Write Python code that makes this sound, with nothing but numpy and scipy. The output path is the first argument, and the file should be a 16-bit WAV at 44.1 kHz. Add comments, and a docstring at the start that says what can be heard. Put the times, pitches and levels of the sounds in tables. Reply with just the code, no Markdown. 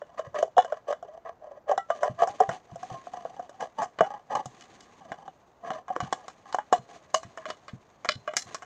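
"""A small lever opener is rocked around the rim of an empty steel tin, close to a webcam in a small room.
Soft noise and a thin whistle last throughout. From the start, a resonant lid honks as the blade tears it in jerks.
A faint early copy of the clink comes before every blow; then noise and dying tones make the steel crack and ring.
Between cuts, random small slips make the opener scrape and clink, and filtered noise rubs.
Now and then the hand thumps softly, as a low dying tone, when it takes a new grip."""
import sys
import numpy as np
from scipy import signal
from scipy.fft import rfft, irfft, next_fast_len
from scipy.io import wavfile
from scipy.ndimage import uniform_filter1d, map_coordinates

SR = 44100
rng = np.random.default_rng(int(sys.argv[2]) if len(sys.argv) > 2 else 0)


def unload_audio(sound):
    """Save the sound as a 16-bit wav file, at the path given as the first command line argument."""
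    columns = np.transpose(np.atleast_2d(sound))
    # keep every value between -1 and 1, then stretch to whole-number steps
    steps = np.round(np.clip(columns, -1, 1) * 32767)
    wavfile.write(sys.argv[1], SR, steps.astype(np.int16))


N = 381465
HEAD = round(.01 * SR)  # the first 10 ms of a sound, in samples
TAIL = round(.04 * SR)  # 40 ms, in samples
T = np.arange(round(.3 * SR)) / SR  # the time within one short sound, in seconds

# the lid's swaying shapes: times_note (multiple of its note), level_db (against each other)
LID_SHAPES = [(.7, -6), (0.831, -12), (1, 11), (1.116, 0)]


def amp(db):
    """Turn decibels into a gain."""
    return 10 ** (np.asarray(db) / 20)


def rms(x):
    """Root mean square: the average strength of a sound."""
    return np.sqrt(np.mean(x ** 2) + 1e-20)


def along(points, hz):
    """Read values between (Hz, value) points, with frequency on a log axis."""
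    point_hz, value = np.transpose(points)
    return np.interp(np.log(hz + 1), np.log(point_hz + 1), value)


def curves(rows):
    """Draw straight lines through each column after the time: one value per sample."""
    s, *columns = np.transpose(rows)
    return [np.interp(np.arange(N) / SR, s, column) for column in columns]


def filtered(x, response):
    """Shape x by a response that depends on frequency."""
    size = next_fast_len(N + SR // 2)
    spectrum = rfft(x, size) * response(np.fft.rfftfreq(size, 1 / SR))
    return irfft(spectrum, size)[:N]


def band(x, lo_hz, hi_hz, order):
    """Keep the band between two frequencies, without sounding ahead of time."""
    edges_hz = [lo_hz, min(hi_hz, SR / 2 - 1)]
    return signal.sosfilt(signal.butter(order, edges_hz, "band", fs=SR, output="sos"), x)


def add(track, s, sound):
    """Mix a sound into a track at a time in seconds."""
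    part = track[max(round(s * SR), 0):][:len(sound)]
    part += sound[:len(part)]


def ring(hz, t60):
    """One dying tone from a random phase; it falls by 60 dB in t60 seconds."""
    return amp(-60 * T / t60) * np.sin(2 * np.pi * (hz * T + rng.random()))


def steady(x, seconds):
    """Even out the slow level of x to about rms 1."""
    power = uniform_filter1d(x ** 2, max(int(seconds * SR), 1))
    power = uniform_filter1d(power, HEAD // 2)
    return x / np.sqrt(np.abs(power) + 1e-4 * np.mean(x ** 2))


def slips(per_second, spread_db):
    """Stick-slip: tiny jerks at uneven times, of uneven sizes and either direction."""
    happens = rng.random(N) < per_second / SR
    return happens * amp(spread_db * rng.standard_normal(N)) * rng.choice([-1, 1], N)


def wobble(rate):
    """A smooth random curve with this many knots a second."""
    knots = rng.standard_normal(int(N * rate / SR) + 4)
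    return map_coordinates(knots, [np.arange(N) * rate / SR])


def resonance(f, hz, width_hz):
    """How strongly one resonance answers each frequency f."""
    return 1j * f * width_hz / (hz * hz - f * f + 1j * f * width_hz)


def moving_mode(force, note, t60):
    """A resonance that rings after every jerk while its pitch moves."""
    turn = np.exp(2j * np.pi * np.cumsum(note) / SR)
    keep = amp(-60 / (t60 * SR))  # the share left after each sample
    return (turn * signal.lfilter([1], [1, -keep], force / turn)).real


def fine_body(t60=0.013, direct_db=12):
    """Thin steel has countless close modes: a short, ragged answer of energy 1."""
    answer = rng.standard_normal(len(T)) * amp(-60 * T / t60)
    answer[0] = amp(direct_db)
    return answer / np.linalg.norm(answer)


def blow(head, tail, ring_db):
    """A short burst with a longer ring; together they have rms 1 over the first 10 ms."""
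    both = head / rms(head[:HEAD]) + amp(ring_db) * tail / rms(tail[HEAD:TAIL])
    return both / rms(both[:HEAD])


def floor():
    """Soft background noise and a thin electronic whistle, made of narrow noise."""
    # the quiet room and the microphone's own noise: pitch_hz, level_db (shape only)
    noise_shape = [(20, -13.5), (60, 0.5), (140, 2), (300, -1.5), (700, 4), (1500, -9), (3000, -25),
                   (7000, -30), (9000, -45), (15500, -42.5)]
    noise = filtered(rng.standard_normal(N), lambda f: amp(along(noise_shape, f)))
    whistle = band(rng.standard_normal(N), 11970, 12150, order=2)
    return amp(-61.5) * noise / rms(noise) + amp(-96) * whistle / rms(whistle)


def room(x):
    """The small room's answer, 10 ms late; each frequency dies at its own speed."""
    # how long the room rings: pitch_hz, t60_s (time to fall by 60 dB)
    decay = [(150, 0.29), (700, 0.13), (3000, 0.095), (8000, 0.19), (15000, 0.23)]
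    hz, t, z = signal.stft(rng.standard_normal(SR // 2), SR, nperseg=256)
    dying = z * amp(-60 * t / along(decay, hz)[:, None])
    tail = signal.istft(dying, SR, nperseg=256)[1]
    return signal.fftconvolve(x, np.pad(tail / np.linalg.norm(tail), (HEAD, 0)))[:N]


def handling(tin):
    """Every jolt also shakes the whole tin in the hand, as a low mutter."""
    # how firmly the hand passes the jolts on: time_s, gain_db
    grip = [(0, -31.5), (1.4, -23), (2, -29), (3.2, -9), (4.1, -14.5), (5, -1.5), (6.5, -19), (8.65, -24.5)]
    jolts = band(tin, 1700, 8000, order=1)
    force = np.sqrt(np.abs(uniform_filter1d(jolts ** 2, HEAD)))
    mutter = band(rng.standard_normal(N), 140, 300, order=2)
    return amp(curves(grip)[0]) * force * mutter / rms(mutter)


def thumps(hz=125, t60=0.064):
    """A new grip gives a dull push: a few low swings and a little rumble."""
    # the hand takes a new grip: start_s, level_db (before the 3 dB lift and soft start below)
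    grips = [(0.27, -38.5), (2.096, -27), (2.295, -38.5), (2.484, -28), (2.72, -31.5), (2.914, -26.5),
             (4.456, -32), (6.025, -24), (6.786, -33), (7.248, -36.5), (7.732, -26.5), (8.154, -32),
             (8.457, -44)]
    out = np.zeros(N)
    for s, db in grips:
        rumble = band(rng.standard_normal(len(T)), 110, 190, order=2) * amp(-60 * T / 0.1)
        swings = ring(hz * (1 + 0.047 * rng.standard_normal()), t60)
        push = swings + amp(-18.5) * rumble / rms(rumble[:TAIL])
        soft_start = (1 - np.exp(-T / 0.003)) ** 2
        add(out, s, amp(db + 3.0) * push * soft_start)
    return out


def rubbing():
    """Skin and sleeve slide over the tin, with stray ticks of the loose opener."""
    # the tone of skin and sleeve: pitch_hz, level_db (shape only)
    rub_shape = [(40, -10), (130, 10), (420, 14), (900, -12.5), (1400, 4), (1900, 6), (3000, 2), (4200, 0),
                 (5300, -5.5), (6600, 3), (7500, -9.5), (8500, -12.5), (10500, -29), (15000, -44)]
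    fibres = slips(per_second=660, spread_db=1.5) + amp(-19.0) * rng.standard_normal(N)
    pressure = amp(3.5 * wobble(45))
    ticks = slips(per_second=32, spread_db=4.5)
    ticks = signal.fftconvolve(ticks, fine_body(t60=.025, direct_db=10.5))[:N]
    rub = filtered(pressure * fibres + amp(5.5) * ticks, lambda f: amp(along(rub_shape, f)))
    return steady(rub, seconds=0.067)


def drag_levels():
    """Lid, wall and hiss in dB: drags and rubs rise, hold and fall above the hand's light sliding."""
    # how hard the hand slides the tin and the resting opener: time_s, level_db (before the offsets)
    slide = [(0.0, -69.5), (0.48, -71.5), (1.73, -82.5), (1.88, -70), (2.43, -56.5), (2.58, -66.5),
             (3.03, -56.5), (3.49, -66), (4.34, -69.5), (4.55, -57), (5.66, -72.5), (5.88, -74),
             (6.12, -57.5), (6.48, -66), (7.28, -60.5), (8.04, -67), (8.31, -62.5), (8.65, -60)]
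    # one drag of the blade, or one rub of the hand over the tin:
    # start_s, length_s, lid_db, wall_db, hiss_db
    drags = [(0.09, 0.06, -56, -62, -82), (0.181, 0.0075, -41, -39, -51.5), (0.244, 0.024, -46, -50, -66),
             (0.353, 0.021, -29, -35.5, -50.5), (0.386, 0.038, -31, -45.5, -48),
             (0.412, 0.036, -28.5, -54.5, -64), (0.596, 0.055, -52, -51.5, -60),
             (0.679, 0.099, -48, -50.5, -67), (0.883, 0.032, -30, -40.5, -53),
             (1.048, 0.13, -45.5, -61.5, -73.5), (1.26, 0.03, -36, -42.5, -65.5),
             (1.424, 0.15, -45, -58.5, -77.5), (1.687, 0.035, -23.5, -37.5, -54),
             (1.897, 0.13, -44.5, -52.5, -58), (2.029, 0.052, -28.5, -39.5, -54),
             (2.192, 0.031, -30, -36.5, -49.5), (2.221, 0.016, -21, -31, -47),
             (2.275, 0.082, -50, -54.5, -54.5), (2.404, 0.023, -32.5, -35, -59),
             (2.497, 0.061, -40.5, -51.5, -50.5), (2.695, .04, -51, -60, -77),
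             (2.794, 0.15, -54.5, -64, -58), (2.901, 0.05, -41, -49, -58.5), (3.129, .06, -41.5, -48, -64),
             (3.198, 0.25, -48.5, -60.5, -67), (3.517, 0.034, -53, -65, -77),
             (3.605, 0.036, -32.5, -41.5, -52), (3.787, 0.049, -29.5, -36.5, -50.5),
             (4.017, 0.051, -34.5, -50.5, -58), (4.091, 0.076, -39, -47.5, -63.5),
             (4.307, 0.09, -31.5, -39.5, -53.5), (4.704, 0.1, -77, -79, -61.5),
             (4.858, 0.14, -77, -65, -66.5), (5.012, 0.25, -51.5, -59, -73), (5.639, 0.14, -39.5, -44, -59),
             (5.888, 0.079, -47.5, -47.5, -66), (6.011, 0.064, -45, -50, -58.5),
             (6.13, 0.12, -51.5, -58, -74), (6.458, .11, -54, -52, -61), (6.728, 0.027, -32, -39, -49),
             (6.895, 0.069, -50, -56.5, -56), (7.384, 0.05, -63, -52, -65),
             (7.488, 0.019, -41.5, -42, -48.5), (8.47, 0.053, -55, -53, -52)]
    idle_offsets_db = np.array([[-4], [-4.5], [-2.5]])  # what sliding wakes in lid, wall and hiss
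    attack_db_per_s, release_db_per_s = 1703, 520  # each sets in quickly and fades more slowly
    t = np.arange(N) / SR
    power = amp(curves(slide)[0] + idle_offsets_db) ** 2
    for s, length, *levels_db in drags:
        near = slice(*np.searchsorted(t, [s - T[-1], s + length + T[-1]]))
        rise_db = np.minimum(attack_db_per_s * (t[near] - s), 0)
        fall_db = np.maximum(release_db_per_s * (t[near] - s - length), 0)
        power[:, near] += np.outer(amp(levels_db), amp(rise_db - fall_db)) ** 2
    return 10 * np.log10(power)


def scraping(lid_t60=0.071, waver=0.082, clump_db=9.0):
    """The same small slips drive the lid, the wall and a gritty rasp; between cuts the hand rubs."""
    # the lid's note under the dragging blade: time_s, pitch_hz (before its wavering)
    lid_note = [(0, 647), (.4, 613), (.9, 616), (1.5, 616), (1.72, 628), (2.1, 604), (2.25, 655),
                (2.6, 713), (3.6, 716), (4.4, 784), (5.9, 735), (7.5, 693), (8.6, 730)]
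    # the wall's resonances that scraping wakes: pitch_hz, width_hz, level_db (against each other)
    wall_modes = [(1003, 22, 8), (1100, 121, 9), (1255, 73, 2), (1644, 69, 1), (1946, 40, -4.5)]
    # the rasp of the blade on the steel: pitch_hz, level_db (shape only)
    rasp_shape = [(1500, -23.5), (2600, -0.5), (2970, 7.5), (3230, -8.5), (3460, -7), (4400, -2),
                  (5200, -8.5), (5550, -8.5), (6100, 4), (7500, -4), (8300, -16.5), (9800, -27),
                  (13000, -39.5), (16000, -45)]
    lid_db, wall_db, hiss_db = drag_levels()
    clumps = amp(clump_db * wobble(70))
    jerks = clumps * (slips(per_second=350, spread_db=6.5) + amp(-22.5) * rng.standard_normal(N))

    # the lid's note wavers with the blade's place and pressure
    note = curves(lid_note)[0] * np.exp(waver * wobble(13))
    lid = sum(amp(db) * moving_mode(jerks, k * note, lid_t60) for k, db in LID_SHAPES)
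    lid = steady(band(lid, 409, 860, order=3), seconds=0.03)

    def wall_response(f):
        """Neighbouring resonances of the wall answer with opposite signs."""
        return sum((-1) ** k * amp(db) * resonance(f, hz, width_hz)
                   for k, (hz, width_hz, db) in enumerate(wall_modes))

    wall = steady(band(filtered(jerks, wall_response), 630, 2600, order=2), seconds=0.017)

    grit = jerks + amp(-20.0) * clumps * rng.standard_normal(N)
    grit = signal.fftconvolve(grit, fine_body())[:N]
    rasp = steady(filtered(grit, lambda f: amp(along(rasp_shape, f))), seconds=0.042)
    # the more the lid sounds, the more of the hiss is steel on steel: up to two thirds of its power
    contact = 1 / (1.5 + np.exp(-(lid_db - hiss_db - 16.5) / 4))
    hiss = np.sqrt(contact) * rasp + np.sqrt(1 - contact) * rubbing()
    return amp(lid_db) * lid + amp(wall_db) * wall + amp(hiss_db) * hiss


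def steel_tones():
    """Single steel tones of lid and wall swell softly and die away."""
    # the single tones: start_s, pitch_hz, level_db (before the soft start), t60_s
    tones = [(1.778, 787, -10.5, 0.059), (1.778, 1340, -28, 0.18), (1.778, 1950, -26, 0.093),
             (1.905, 1186, -15, 0.079), (2.033, 1000, -11, 0.082), (2.198, 1128, -16, 0.1),
             (2.221, 640, -30, 0.039), (2.275, 815, -25, 0.16), (2.405, 442, -2, 0.058),
             (2.407, 783, -19, 0.2), (2.943, 1066, -32.5, 0.2), (4.012, 749, -15, 0.13),
             (6.728, 703, -26, 0.14), (7.146, 649, -4, 0.07), (7.376, 638, -32, 0.14),
             (7.457, 639, -29, 0.15), (8.09, 1540, -36, 0.11), (8.277, 615, -16, 0.097)]
    out = np.zeros(N)
    for s, hz, db, t60 in tones:
        add(out, s, amp(db) * ring(hz, t60) * (1 - np.exp(-T / 0.018)))
    return out


def lid_honk(hz, swell, ring_db, low_hz, build=0.004):
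    """The lid swells within a few cycles and is choked by the blade; its other shapes linger."""
    tones = ring(hz, 0.98) + amp(-10.5) * ring(0.756 * hz, 0.84)
    head = T * np.exp(-T / max(swell, .0005)) * tones
    tail = 0
    for k, db in LID_SHAPES:
        level = amp(db + 2 * rng.standard_normal())
        tail = tail + level * ring(hz * k * (1 + 0.019 * rng.standard_normal()), t60=0.061)
    return blow(band(head, low_hz, 2900, order=3), tail * (1 - np.exp(-T / build)) ** 2, ring_db)


def steel_clink(ring_db, crack_t60=0.035, shimmer_db=9, shimmer_t60=.13, rattle_db=6.5):
    """A crack, then the strong modes over a shimmer of many weak ones."""
    # the tin's wall and the opener, before random scatter: pitch_hz, level_db (relative), t60_s
    steel_modes = [(1098, 17, 0.03), (1230, 6.5, 0.017), (1543, -8.5, 0.048), (1618, 1.5, 0.06),
                   (1763, -6, 0.048), (2110, -7, 0.1), (2426, 2.5, 0.074), (2979, 9, 0.11),
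                   (2920, 6.5, 0.089), (3200, -21.5, 0.053), (3420, -3.5, 0.13), (3580, -14, 0.041),
                   (4150, -10, 0.23), (4110, -11, 0.1), (5270, -22.5, 0.12), (4880, -12, 0.11),
                   (5180, -12.5, 0.067), (6200, -11.5, 0.1), (5930, -14.5, .14), (6530, 5, 0.027),
                   (6400, -19.5, 0.075), (6750, -3, 0.053), (7200, -8, 0.038), (9000, -2, .11)]
    mode_scatter_db = 7  # each blow lands elsewhere and favours other modes
    crack = rng.standard_normal(len(T)) * amp(-60 * T / crack_t60)
    modes = 0
    for hz, db, t60 in steel_modes:
        level = amp(db + mode_scatter_db * rng.uniform(-1.1, 1))
        modes = modes + level * ring(hz * (1 + 0.0097 * rng.standard_normal()), t60)
    # a random few of all frequencies, each at a random phase
    hz = np.fft.rfftfreq(len(T), 1 / SR)
    chosen = rng.random(len(hz)) < .035
    weak = irfft(chosen * np.exp(2j * np.pi * rng.random(len(hz))), len(T))
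    shimmer = amp(shimmer_db - 60 * T / shimmer_t60) * weak / rms(weak)
    # the hinged blade chatters while the steel rings
    knots = np.linspace(0, T[-1], num=60)
    chatter = amp(rattle_db * np.interp(T, knots, rng.standard_normal(len(knots))))
    return blow(crack, (modes + shimmer) * chatter, ring_db)


def strikes():
    """Where the blade lands decides how much the lid, the wall, the opener and its edge each sound."""
    # the blade snaps through or hits the rim; the steel rings on if it springs clear:
    # start_s, lid_hz, lid_db, wall_db, opener_db, edge_db, ring_db (ring against the first burst)
    hits = [(0.017, 605, -35, -46, -68, -72, -14.5), (0.193, 640, -27, -38.5, -54, -55.5, -19),
            (0.344, 585, -30.5, -41, -65, -61.5, -11), (0.426, 653, -20, -33.5, -51, -47, -16),
            (0.567, 729, -18, -43, -48, -59, 4), (0.58, 731, -14, -21.5, -39, -42.5, -6.5),
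            (0.646, 656, -33, -42, -58, -53.5, -11), (0.722, 640, -23.5, -37.5, -58, -59, -17),
            (0.904, 628, -24.5, -45, -64, -58, -11), (0.926, 634, -26.5, -34.5, -51.5, -54, -26),
            (1.026, 686, -36, -51, -66.5, -65, -22), (1.714, 734, -19.5, -32, -55.5, -50, -9),
            (1.777, 731, -24, -31, -45, -45, -23), (1.902, 686, -20, -28.5, -51, -51, -18.5),
            (2.031, 705, -21, -29, -53.5, -45, -13.5), (2.22, 679, -18, -27.5, -50, -50.5, -8),
            (2.273, 752, -28, -39.5, -63, -47.5, -10), (2.403, 748, -12.5, -32.5, -50, -43.5, -23),
            (2.491, 680, -26.5, -31.5, -52, -47.5, -12.5), (2.757, 697, -37, -54, -66, -58, -21),
            (2.829, 726, -33.5, -42.5, -66, -55.5, -2), (3.069, 680, -36.5, -47.5, -73, -68, -9),
            (3.135, 706, -33.5, -43.5, -67.5, -61, -4), (3.251, 685, -30, -44.5, -76, -72, -17),
            (3.394, 713, -31, -46, -78, -64.5, -18), (3.493, 575, -44.5, -51.5, -64, -59.5, -22),
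            (3.607, 830, -47.5, -41.5, -56, -51, -5), (3.819, 710, -26.5, -31.5, -65, -48, 12),
            (3.987, 626, -37, -33.5, -47, -57, -15), (4.007, 635, -13.5, -21, -42, -45.5, -12.5),
            (4.351, 748, -24.5, -27.5, -44, -43.5, -9.5), (4.457, 733, -38.5, -45.5, -55.5, -46, -16),
            (4.609, 720, -63, -55, -58, -55, 0), (4.806, 746, -61, -58, -58, -55.5, -11),
            (5.118, 721, -33.5, -37.5, -54.5, -57, -15.5), (5.278, 760, -37, -47.5, -61.5, -68, -17),
            (5.704, 736, -29, -33, -47.5, -54, -5), (5.881, 720, -42, -41.5, -64, -62, -5),
            (5.902, 754, -26.5, -47.5, -63, -68, -13.5), (5.963, 490, -31.5, -29, -55, -53.5, -17),
            (6.003, 742, -30.5, -29.5, -46.5, -45.5, -8), (6.126, 730, -25, -27.5, -38.5, -38, -19),
            (6.281, 752, -41.5, -40.5, -54, -49.5, -14), (6.526, 870, -43, -42, -47, -51.5, -11),
            (6.545, 747, -23, -27.5, -52, -43.5, -17), (6.585, 864, -25.5, -33.5, -54.5, -57, -15.5),
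            (6.726, 715, -15.5, -20, -35.5, -35.5, -11.5), (7.143, 655, -21, -20.5, -30, -27.5, -9.5),
            (7.231, 690, -46, -44, -60, -54, -13.5), (7.374, 650, -40.5, -39.5, -61, -54, -12),
            (7.455, 611, -41, -36, -51, -56, -3), (7.502, 612, -36.5, -37.5, -41.5, -47, -22),
            (7.681, 615, -50, -43, -54.5, -58.5, -7), (8.047, 710, -37, -34.5, -54, -48.5, -9.5),
            (8.054, 640, -39, -37, -55, -51, -36), (8.089, 612, -30, -22, -26, -33.5, -3),
            (8.276, 660, -35, -30, -52, -56, -3), (8.336, 724, -39, -40, -58, -56.5, -17),
            (8.367, 730, -36, -28.5, -33, -23.5, -15.5), (8.545, 648, -39.5, -35, -46.5, -38.5, -15.5),
            (8.622, 760, -45.5, -43, -63, -55.5, -5)]
    lid_ring_db = 3  # the lid's ring, over that of the other steel
    swell_s, swell_per_db = 0.00095, 0.082  # the swell grows as the lid takes more than the wall
    lid_low_hz, lid_sag_hz_per_s = 436, 31.4  # the further the lid is cut, the lower it can sway
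    wall_base_hz, wall_rise_hz_per_db = 830, 50  # blows on the stiff rim wake higher wall modes
    top_base_db, top_per_db = -24.5, 0.44  # the click's very top grows as the edge takes more
    # a faint early copy of the clink comes a few milliseconds before every blow
    early_s, early_db = .006, -29.5  # half to 1.5 times this early
    out = np.zeros(N)
    for s, hz, lid_db, wall_db, opener_db, edge_db, ring_db in hits:
        swell = swell_s * np.exp(swell_per_db * (lid_db - wall_db))
        low_hz = max(lid_low_hz - lid_sag_hz_per_s * s, 100)
        honk = lid_honk(hz, swell, ring_db + lid_ring_db, low_hz)
        clink = steel_clink(ring_db)
        # a blade buried in the lid damps the upper modes of both wall and opener
        wall_low_hz = min(wall_base_hz + wall_rise_hz_per_db * max(wall_db - lid_db, 0), 1300)
        wall_high_hz = np.clip(2051.5 - 30 * (lid_db - wall_db), 1500, 2500)
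        wall = band(clink, wall_low_hz, wall_high_hz, order=4)
        buried = np.clip((lid_db - opener_db) / 30, 0, 1)
        opener = band(clink, 3020 - 150 * buried, 5000 - 1300 * buried, order=3)
        # a harder contact of the edge is shorter, so it reaches higher
        top_db = min(top_base_db + top_per_db * (edge_db - wall_db), -14)
        edge = band(clink, 5050, 7560, order=4) + amp(top_db) * band(clink, 7000, 11500, order=2)
        parts = [(wall_db, wall), (opener_db, opener), (edge_db, edge)]
        metal = sum(amp(db) * part / rms(part[:HEAD]) for db, part in parts)
        add(out, s, amp(lid_db) * honk + metal)
        add(out, s - early_s * (.5 + rng.random()), amp(early_db) * metal)
    return out


def scene():
    """The tin close by, in its room."""
    tin = strikes() + steel_tones() + scraping()
    near = tin + thumps() + handling(tin)
    return (near + amp(-16.5) * room(near) + floor())[None]


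def record(dry):
    """The webcam keeps nothing from its band limit of 15900 Hz upwards."""
    return filtered(dry[0], lambda f: f < 15900)[None]


dry = scene()
out = record(dry)
unload_audio(out)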